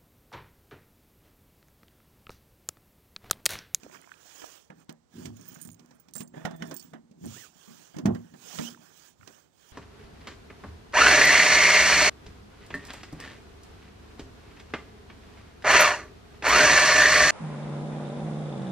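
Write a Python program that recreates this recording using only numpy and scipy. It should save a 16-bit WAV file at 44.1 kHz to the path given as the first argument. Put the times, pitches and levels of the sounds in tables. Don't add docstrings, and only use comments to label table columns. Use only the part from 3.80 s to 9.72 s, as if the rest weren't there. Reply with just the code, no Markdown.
import sys
import numpy as np
from scipy import signal
from scipy.fft import rfft, irfft
from scipy.io import wavfile
from scipy.ndimage import uniform_filter1d

SR = 44100
rng = np.random.default_rng(int(sys.argv[2]) if len(sys.argv) > 2 else 0)


def to_wav(s):
    ch = np.atleast_2d(s).T
    pcm = np.round(np.clip(ch, -1, 1) * 32767)
    wavfile.write(sys.argv[1], SR, pcm.astype(np.int16))


N = 261072

# (pitch_hz, relative level_db)
KNOCK_COLOUR = [(240, 1.5), (400, -8), (610, -6.5), (1270, -15), (1790, -12), (2510, -30.5), (3000, -25),
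                (3900, -31.5), (6600, -120)]
# (pitch_hz, relative level_db)
CRACK_COLOUR = [(1350, -23), (2300, 5), (3870, -0.5), (4450, 0.5), (5990, 4.5), (13500, -20.5),
                (15100, -3.5), (16000, -14), (16500, -57)]
# (pitch_hz, relative level_db, fade_s for 60 dB before the damping factor)
KEY_TONES = [
    [(4527, -2, .1), (5480, 0, .1)],
    [(7520, 0, .3), (8620, -9, .06), (8740, -9, .06)],
    [(6745, -3, .05), (9150, 0, .09)],
    [(12070, -2, .08), (12190, -2, .08), (13120, -5, .11)],
    [(15460, 0, .1), (14860, -14, .06)],
]
PRESS_ENDS_DB, PRESS_ROUND = -17.5, 1.25


def gain_of(db):
    return 10 ** (np.asarray(db) / 20)


def evened(x):
    return x / np.sqrt(np.mean(x ** 2) + 1e-20)


def read(points, hz):
    f, value = np.transpose(points)
    return np.interp(np.log(hz + 1), np.log(f + 1), value)


def add(mix, s, sound):
    part = mix[round(s * SR):][:len(sound)]
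    part += sound[:len(part)]


def coloured(x, points):
    hz = np.fft.rfftfreq(len(x), 1 / SR)
    inside = (hz > points[0][0]) & (hz < points[-1][0])
    return irfft(rfft(x) * gain_of(read(points, hz)) * inside, len(x))


def ring(modes, size, spread_db, detune=0., rise_s=.0002, damping=0.8):
    hz, db, t60 = np.transpose(modes)[:, :, None]
    t = np.arange(size) / SR
    level_chance, phase_chance, pitch_chance = rng.standard_normal((3, len(modes), 1))
    turn = 2 * np.pi * hz * (1 + detune * pitch_chance) * t + 0.64 * phase_chance
    fading = gain_of(db + spread_db * level_chance - 60 * t * damping / t60)
    x = (fading * np.sin(turn)).sum(0) * (1 - np.exp(-t / rise_s))
    return x / abs(x).max()


def burst(noise, t60, size, rise_s):
    t = np.arange(size) / SR
    start = rng.integers(len(noise) - size)
    return noise[start:start + size] * gain_of(-60 * t / t60) * (1 - np.exp(-t / rise_s))


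def swells(rows, ends_db, round_top):
    t = np.arange(N) / SR
    s, rise, fall, db = np.transpose(rows)[:, :, None]
    away = np.where(t < s, (s - t) / rise, (t - s) / fall)[:, ::32]
    power = gain_of(np.maximum(db + ends_db * away ** round_top, -140)) ** 2
    return np.interp(t, t[::32], np.sqrt(power.sum(0)))


def night():
    # (pitch_hz, relative level_db)
    night_colour = [(45, 6.5), (150, 0.5), (900, -10.5), (2500, -23.5), (8000, -22), (12000, -62)]
    level_db = -70.5
    sides = [evened(coloured(rng.standard_normal(N), night_colour)) for _ in "lr"]
    return gain_of(level_db) * np.array(sides)


def rustle(spectrum, level, patchy_db, flicker_db):
    frames = N // 128 + 5
    a, b, patches = rng.standard_normal((frames, 257, 3)).T
    patches = evened(uniform_filter1d(uniform_filter1d(patches, 5, 0), 16, 1))
    flicker = evened(uniform_filter1d(rng.standard_normal(frames), 3))
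    z = (a + 1j * b) * gain_of(patchy_db * patches + flicker_db * flicker)
    noise = signal.istft(z, nperseg=512, noverlap=384)[1][:N]
    return evened(coloured(noise, spectrum)) * swells(level, -18, 2.75)


def sleeve():
    # (peak_s, rise_s, fall_s, rustle level_db, brush level_db)
    strokes = [(.152, 0.06, 0.037, -60, -57), (.25, 0.7, 0.65, -67, -66), (.64, 0.27, 0.21, -55, -59),
               (1.02, 0.088, 0.023, -71, -67), (1.43, 0.12, 0.08, -58.5, -60), (1.74, 0.27, 0.15, -63, -64),
               (2.06, 0.16, 0.32, -78, -72), (2.42, 0.057, 0.013, -56.5, -65),
               (2.58, 0.054, 0.16, -67.5, -59), (2.95, 0.24, 0.22, -66, -68.5),
               (3.583, 0.17, 0.13, -52.5, -60.5), (3.9, 0.21, 0.34, -60, -63.5),
               (4.35, 0.08, 0.36, -70.5, -68), (4.823, 0.25, 0.13, -47, -53.5),
               (5.06, 0.13, 0.11, -63.5, -64.5), (5.242, 0.17, 0.1, -59.5, -64),
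               (5.521, 0.16, 0.17, -65, -65.5), (5.93, 0.21, .2, -63, -66.5)]
    # (pitch_hz, relative level_db)
    nylon_colour = [(1240, -42), (2100, -11.5), (3150, 0.5), (3910, -6.5), (6710, 0.5), (10500, -14),
                    (12600, -19), (13500, -18.5), (14800, -4), (15700, -4)]
    # (pitch_hz, relative level_db)
    brush_colour = [(250, -6.5), (400, -2), (900, -9), (1700, -7), (2100, -16.5), (2600, -12.5)]
    rustle_swells = [row[:4] for row in strokes]
    brush_swells = [row[:3] + row[4:] for row in strokes]
    return rustle(nylon_colour, rustle_swells, 2.36, 1.0) + rustle(brush_colour, brush_swells, 1.8, 1.37)


def door():
    # (pitch_hz, relative level_db, fade_s for 60 dB before the damping factor)
    door_tones = [(162.7, -1.5, 0.22), (198.3, 2.5, 0.13), (234.35, -2, 0.32), (282.3, -4, 0.16),
                  (353, -10.5, 0.34), (424, -13.5, 0.15)]
    # (peak_s, rise_s, fall_s, level_db)
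    pushes = [(.08, 0.34, 0.29, -65.5), (.97, 0.069, 0.07, -60.5), (1.37, 0.037, 0.22, -44),
              (1.58, 0.042, 0.52, -52.5), (2.1, 0.37, 0.95, -67.5), (2.6, 0.16, 0.96, -54),
              (3.45, 0.061, 0.06, -39.5), (3.55, 0.091, 0.11, -60), (3.89, 0.015, 0.14, -54),
              (4.2, 0.053, 0.33, -43.5), (4.57, 0.04, 0.26, -62), (4.76, 0.024, 0.3, -48),
              (5.47, 0.26, 0.068, -65.5)]
    # (start_s, boom level_db, boom centre pitch_hz, knock level_db, crack level_db),
    # levels before the offsets in the loop below
    blows = [(0.031, -45, 310, -58.5, -50), (0.616, -53, 333, -50.5, -49.5), (0.9, -43.5, 210, -53, -62.5),
             (1.092, -40, 211, -51, -45.5), (1.454, -32, 210, -53.5, -39), (1.852, -42, 220, -61.5, -72),
             (1.993, -53, 218, -64.5, -56), (2.107, -76, 220, -63.5, -60), (2.283, -58, 220, -66.5, -57),
             (2.354, -41, 218, -50, -68), (2.404, -34, 185, -50, -43), (2.539, -47, 240, -51.5, -80),
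             (2.65, -27, 180, -33.5, -37), (2.709, -39, 260, -51, -53), (2.821, -31, 258, -41.5, -44.5),
             (2.91, -38, 300, -45.5, -42.5), (3.133, -40, 250, -47, -56.5), (3.311, -46.5, 240, -79, -63.5),
             (3.439, -32, 230, -56.5, -64), (3.876, -50, 220, -78, -71), (4.142, -46, 200, -55, -72),
             (4.164, -31.5, 202, -54.5, -50.5), (4.184, -34, 277, -48.5, -45),
             (4.2556, -12.5, 193, -36, -36), (4.289, -18, 189, -74, -70), (4.347, -32, 230, -48, -51),
             (4.537, -44, 198, -57, -61), (4.785, -33, 240, -38.5, -42.5), (4.795, -26, 240, -50, -50),
             (5.473, -55, 221, -54, -47)]
    resting_db = -80.5
    focus_db = -28

    jolts = rng.standard_normal(N) * (rng.random(N) < 180 / SR)
    skin = ring(door_tones, 6500, 0.12, rise_s=0.0019, damping=3.4)
    rubbing = evened(signal.oaconvolve(jolts, skin)[:N])
    out = rubbing * (swells(pushes, PRESS_ENDS_DB, PRESS_ROUND) + gain_of(resting_db))

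    knock = evened(coloured(rng.standard_normal(SR), KNOCK_COLOUR))
    crack = evened(coloured(rng.standard_normal(SR), CRACK_COLOUR))
    thud = evened(coloured(rng.standard_normal(SR), [(300, 13.0), (1500, -19)]))
    for s, boom_db, boom_hz, knock_db, crack_db in blows:
        struck = [(hz, db + focus_db * np.log2(hz / boom_hz) ** 2, t60) for hz, db, t60 in door_tones]
        boom = ring(struck, 14000, 2.6, detune=0.02, rise_s=0.00098, damping=0.99)
        add(out, s, gain_of(boom_db) * boom)
        first_contact = burst(crack + knock, 0.0099, 600, 0.00027)
        add(out, s, gain_of(crack_db - 10.5) * first_contact)
        add(out, s, gain_of(boom_db - 14.5) * burst(thud, 0.22, 16000, 0.0054))
        knocking = burst(knock, 0.11, 8000, 0.00048) + gain_of(-5.0) * burst(knock, 0.16, 8000, 0.0039)
        add(out, s, gain_of(knock_db + 3.5) * knocking)
        cracking = burst(crack, 0.029, 8000, 0.0016) + gain_of(-7.5) * burst(crack, 0.068, 8000, 0.0064)
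        add(out, s, gain_of(crack_db + 4.0) * cracking)
    return out


def ticks():
    # (start_s, peak level_db, main pitch_hz before a small random detuning)
    tick_list = [(.064, -37, 400), (.098, -45.5, 600), (.146, -38.5, 1500), (.222, -52, 1720),
                 (0.242, -50, 1930), (.338, -48.5, 2650), (0.274, -46, 1040), (0.292, -48, 1420),
                 (.317, -36.5, 1640), (.641, -33, 717), (1.76, -45, 1520), (2.654, -32, 1770),
                 (2.822, -31.5, 1790), (4.786, -31, 3150), (0.903, -42.5, 1730), (4.946, -45.5, 1280),
                 (4.974, -51, 1000), (5.411, -48, 1470), (5.43, -47, 1495), (2.475, -50, 6100),
                 (1.503, -49, 790)]
    out = np.zeros(N)
    for s, db, hz in tick_list:
        modes = [(hz, -.1, .014), (1.142 * hz, -3, .011), (1.49 * hz, -7, .012), (0.815 * hz, -7, .012)]
        add(out, s, gain_of(db) * ring(modes, 2000, 1.6, detune=0.052, rise_s=0.00032))
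    return out


def scuffle():
    ticks_per_s, pitches = 500, 6
    swell = (0.16, 0.066, 0.038, -51)  # peak_s, rise_s, fall_s, level_db
    out = np.zeros(N)
    for hz in rng.uniform(960, 2620, size=pitches):
        hits = rng.standard_normal(N) * (rng.random(N) < ticks_per_s / pitches / SR)
        out += signal.oaconvolve(hits, ring([(hz, 0, .006)], 1000, 0, rise_s=.001))[:N]
    return out * swells([swell], PRESS_ENDS_DB, PRESS_ROUND)


def keys():
    # (start_s, tick level_db before offset, the two keys a-e that meet,
    # ring level_db of the first, ring level_db of the second), ring levels before the chatter
    chinks = [(1.609, -53, "ad", -61, -72), (1.664, -48, "cd", -66, -62), (1.68, -40, "ec", -43, -69),
              (1.7125, -52, "cd", -70, -69), (1.7419, -39, "ec", -55, -59),
              (1.813, -31, "cd", -42.5, -47.5), (1.826, -36, "ce", -48, -51), (1.8493, -30, "cd", -53, -56),
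              (1.873, -35.5, "ec", -50, -57), (1.914, -41, "cd", -50.5, -58),
              (2.146, -61, "dc", -67, -67.5), (2.197, -46.5, "ec", -57, -65.5),
              (2.3364, -28.5, "ec", -63, -68), (2.352, -25, "bc", -45, -43), (2.3622, -33, "ce", -42, -41),
              (2.3794, -28, "cb", -48, -48), (2.392, -43, "ec", -54, -46), (2.405, -28, "ed", -46, -69),
              (2.428, -55, "ce", -48.5, -73), (2.4743, -51, "ce", -62, -63), (2.762, -44, "ed", -61, -65),
              (2.853, -63, "ac", -55, -60), (2.874, -45.5, "ed", -59, -62.5), (2.9407, -31, "eb", -39, -72),
              (2.9644, -27.5, "ea", -41, -49), (2.995, -31, "ab", -47, -59), (3.033, -52, "ec", -50, -72)]
    # (start_s, level_db before offset)
    clicks = [(.215, -39), (1.003, -52), (1.0452, -54), (1.1253, -37.5), (1.889, -43), (2.06, -50),
              (2.31, -52), (2.364, -27), (2.897, -45), (3.457, -37), (3.464, -35)]
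    other_keys_db, other_spread_db = -17, 4
    bright_colour = [(3000, -6), (9000, 14.5), (11000, -6), (12200, 1.0), (15000, 8.5), (16600, -36)]
    bright = evened(coloured(rng.standard_normal(SR), bright_colour))
    out = np.zeros(N)
    for s, tick_db, pair, first_db, second_db in chinks:
        tick = burst(bright, 0.0045, 4000, 0.00039) + gain_of(-13.5) * burst(bright, 0.05, 4000, 0.0022)
        add(out, s, gain_of(tick_db - 3.0) * tick)
        for name, modes in zip("abcde", KEY_TONES):
            other_db = second_db + other_keys_db + other_spread_db * rng.standard_normal()
            db = {pair[0]: first_db, pair[1]: second_db}.get(name, other_db)
            wobble = uniform_filter1d(uniform_filter1d(rng.standard_normal(12000), 160), 90)
            chatter = gain_of(4.1 * np.minimum(evened(wobble), 1))
            ringing = ring(modes, 12000, 3.5, detune=.002, rise_s=.002, damping=1.3)
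            add(out, s, gain_of(db) * chatter * ringing)
    for s, db in clicks:
        add(out, s, gain_of(db - 1) * burst(bright, 0.003, 600, 0.000092))
    return out


def heaves():
    # (start_s, peak level_db)
    heave_list = [(1.365, -47), (1.461, -41), (1.52, -45), (1.875, -49), (3.462, -40.5), (3.498, -47.5),
                  (4.26, -27.5), (4.299, -32), (5.392, -53.5)]
    # (pitch_hz, relative level_db, fade_s for 60 dB before the damping factor)
    body_tones = [(75, -12, 0.14), (103, -9, 0.22), (113.5, -8.5, 0.26)]
    out = np.zeros(N)
    for s, db in heave_list:
        add(out, s, gain_of(db) * ring(body_tones, 15000, 1.4, detune=0.066, rise_s=0.01))
    return out


def scrape():
    # (start_s, end_s)
    shaking = [(1.56, 1.95), (2.35, 2.44), (2.85, 3.06)]
    t = np.arange(N) / SR
    swinging = sum((t > a) & (t < b) for a, b in shaking)
    contacts = rng.random(N) < 200 / SR
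    size = gain_of(3.5 * np.minimum(rng.exponential(1, N), 4)) * contacts * swinging
    grain_fade = gain_of(-60 * t[:600] / 0.0078)
    gritty_noise = evened(coloured(rng.standard_normal(N), CRACK_COLOUR))
    grit = signal.oaconvolve(size, grain_fade)[:N] * gritty_noise
    last_three_keys = sum(KEY_TONES[2:], [])
    murmur = signal.oaconvolve(grit, ring(last_three_keys, 4000, 1, damping=3.5))[:N]
    return gain_of(-73) * grit + gain_of(-75) * evened(murmur)


def snap():
    start_s, peak_db = 1.8895, -37
    return start_s, -gain_of(peak_db) * np.exp(-np.arange(200) / 12)


def motor():
    # (multiple of the turning rate, relative level_db)
    gears = [(1, 2.5), (2, -8), (4, -7), (11, -17.5), (21.5, -21)]
    start_s, run_s = 2.559, 0.393
    full_hz, full_db = 162, -51.5
    spin_up_s, start_slower, start_db = 0.0243, 0.1322, -1
    t = np.arange(0, run_s, 1 / SR)
    lag = np.exp(-t / spin_up_s)
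    hz = full_hz * (1 - start_slower * lag)
    db = full_db + start_db * lag
    wobble = 1 + 0.394 * uniform_filter1d(rng.standard_normal(len(t)), 200)
    turn = 2 * np.pi * np.cumsum(hz * wobble) / SR
    hum = np.sqrt(2) * sum(gain_of(d) * np.sin(k * turn) for k, d in gears)
    grit = evened(coloured(rng.standard_normal(len(t)), KNOCK_COLOUR))
    buzz = gain_of(-9.5) * grit * (1 + np.cos(turn))
    labour = evened(uniform_filter1d(rng.standard_normal(len(t)), 1200))
    return start_s, gain_of(db + 3.8 * labour) * (hum + buzz) * signal.windows.tukey(len(t), .06)


def zip_tone(second_db, rows):
    s, hz, db = np.transpose(rows)
    t = np.arange(s[0], s[-1], 1 / SR)
    hz = uniform_filter1d(np.interp(t, s, hz), 600)
    db = np.interp(t, s, db)
    fuzz = uniform_filter1d(uniform_filter1d(rng.standard_normal((4, len(t))), 110), 110)
    fuzz = .85 + .5 * (evened(fuzz[:2]) + 1j * evened(fuzz[2:]))
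    turn = np.exp(2j * np.pi * np.cumsum(hz) / SR)
    tone = (fuzz[0] * turn + gain_of(second_db) * fuzz[1] * turn ** 2).real
    return s[0], gain_of(db) * tone * signal.windows.tukey(len(t), .2)


def zips():
    # (relative octave level_db, glide points of (time_s, pitch_hz, level_db))
    drags = [(-21, [(3.53, 1043, -56), (3.565, 1700, -55.5), (3.6, 2060, -57.5), (3.63, 1700, -57.5),
             (3.675, 980, -59)]), (-6.5, [(4.745, 1260, -46), (4.78, 1750, -66), (4.838, 2650, -51),
             (4.858, 2880, -51.5), (4.88, 3120, -39.5), (4.9, 2960, -60)])]
    out = np.zeros(N)
    for second_db, rows in drags:
        add(out, *zip_tone(second_db, rows))
    return out


def scene():
    cloth = sleeve() + zips()
    car = door() + ticks() + scuffle() + keys() + heaves() + scrape()
    add(car, *snap())
    add(car, *motor())
    return car + cloth * gain_of([[-4], [0]]) + night()


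def record(dry):
    # (pitch_hz, level change_db)
    muffle = [(125, -1.5), (600, -4.5), (1800, -11.5), (6000, -22), (16000, -97)]
    lag_s, edge_hz = 0.00088, 16650

    hz, _, z = signal.stft(dry[0], SR, nperseg=1024)
    shift = evened(uniform_filter1d(uniform_filter1d(rng.standard_normal(z.shape), 12, 0), 4, 1))
    shift_size = read([(100, 0.22), (600, 1.01), (3000, 4.3)], hz)[:, None]
    crept = signal.istft(z * np.exp(1j * shift * shift_size), nperseg=1024)[1][:N]

    hz = np.fft.rfftfreq(N, 1 / SR)
    treble_lift_db = 5.75 / (1 + (350 / (hz + 1)) ** 2)
    bass_cut_db = 10 * np.log10(1 + (70 / (hz + 1)) ** 4)
    open_db = 1.29 + treble_lift_db - bass_cut_db
    left = rfft(crept) * gain_of(open_db + read(muffle, hz))
    right = rfft(dry[1]) * gain_of(open_db) * np.exp(-2j * np.pi * hz * lag_s)
    hiss = gain_of(-86.0) * rng.standard_normal((2, N))
    ports = irfft([left, right], N) + hiss
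    low_pass = signal.firwin(511, edge_hz, window=("kaiser", 9), fs=SR)
    return signal.oaconvolve(ports, low_pass[None], "same")


dry = scene()
out = record(dry)
to_wav(out)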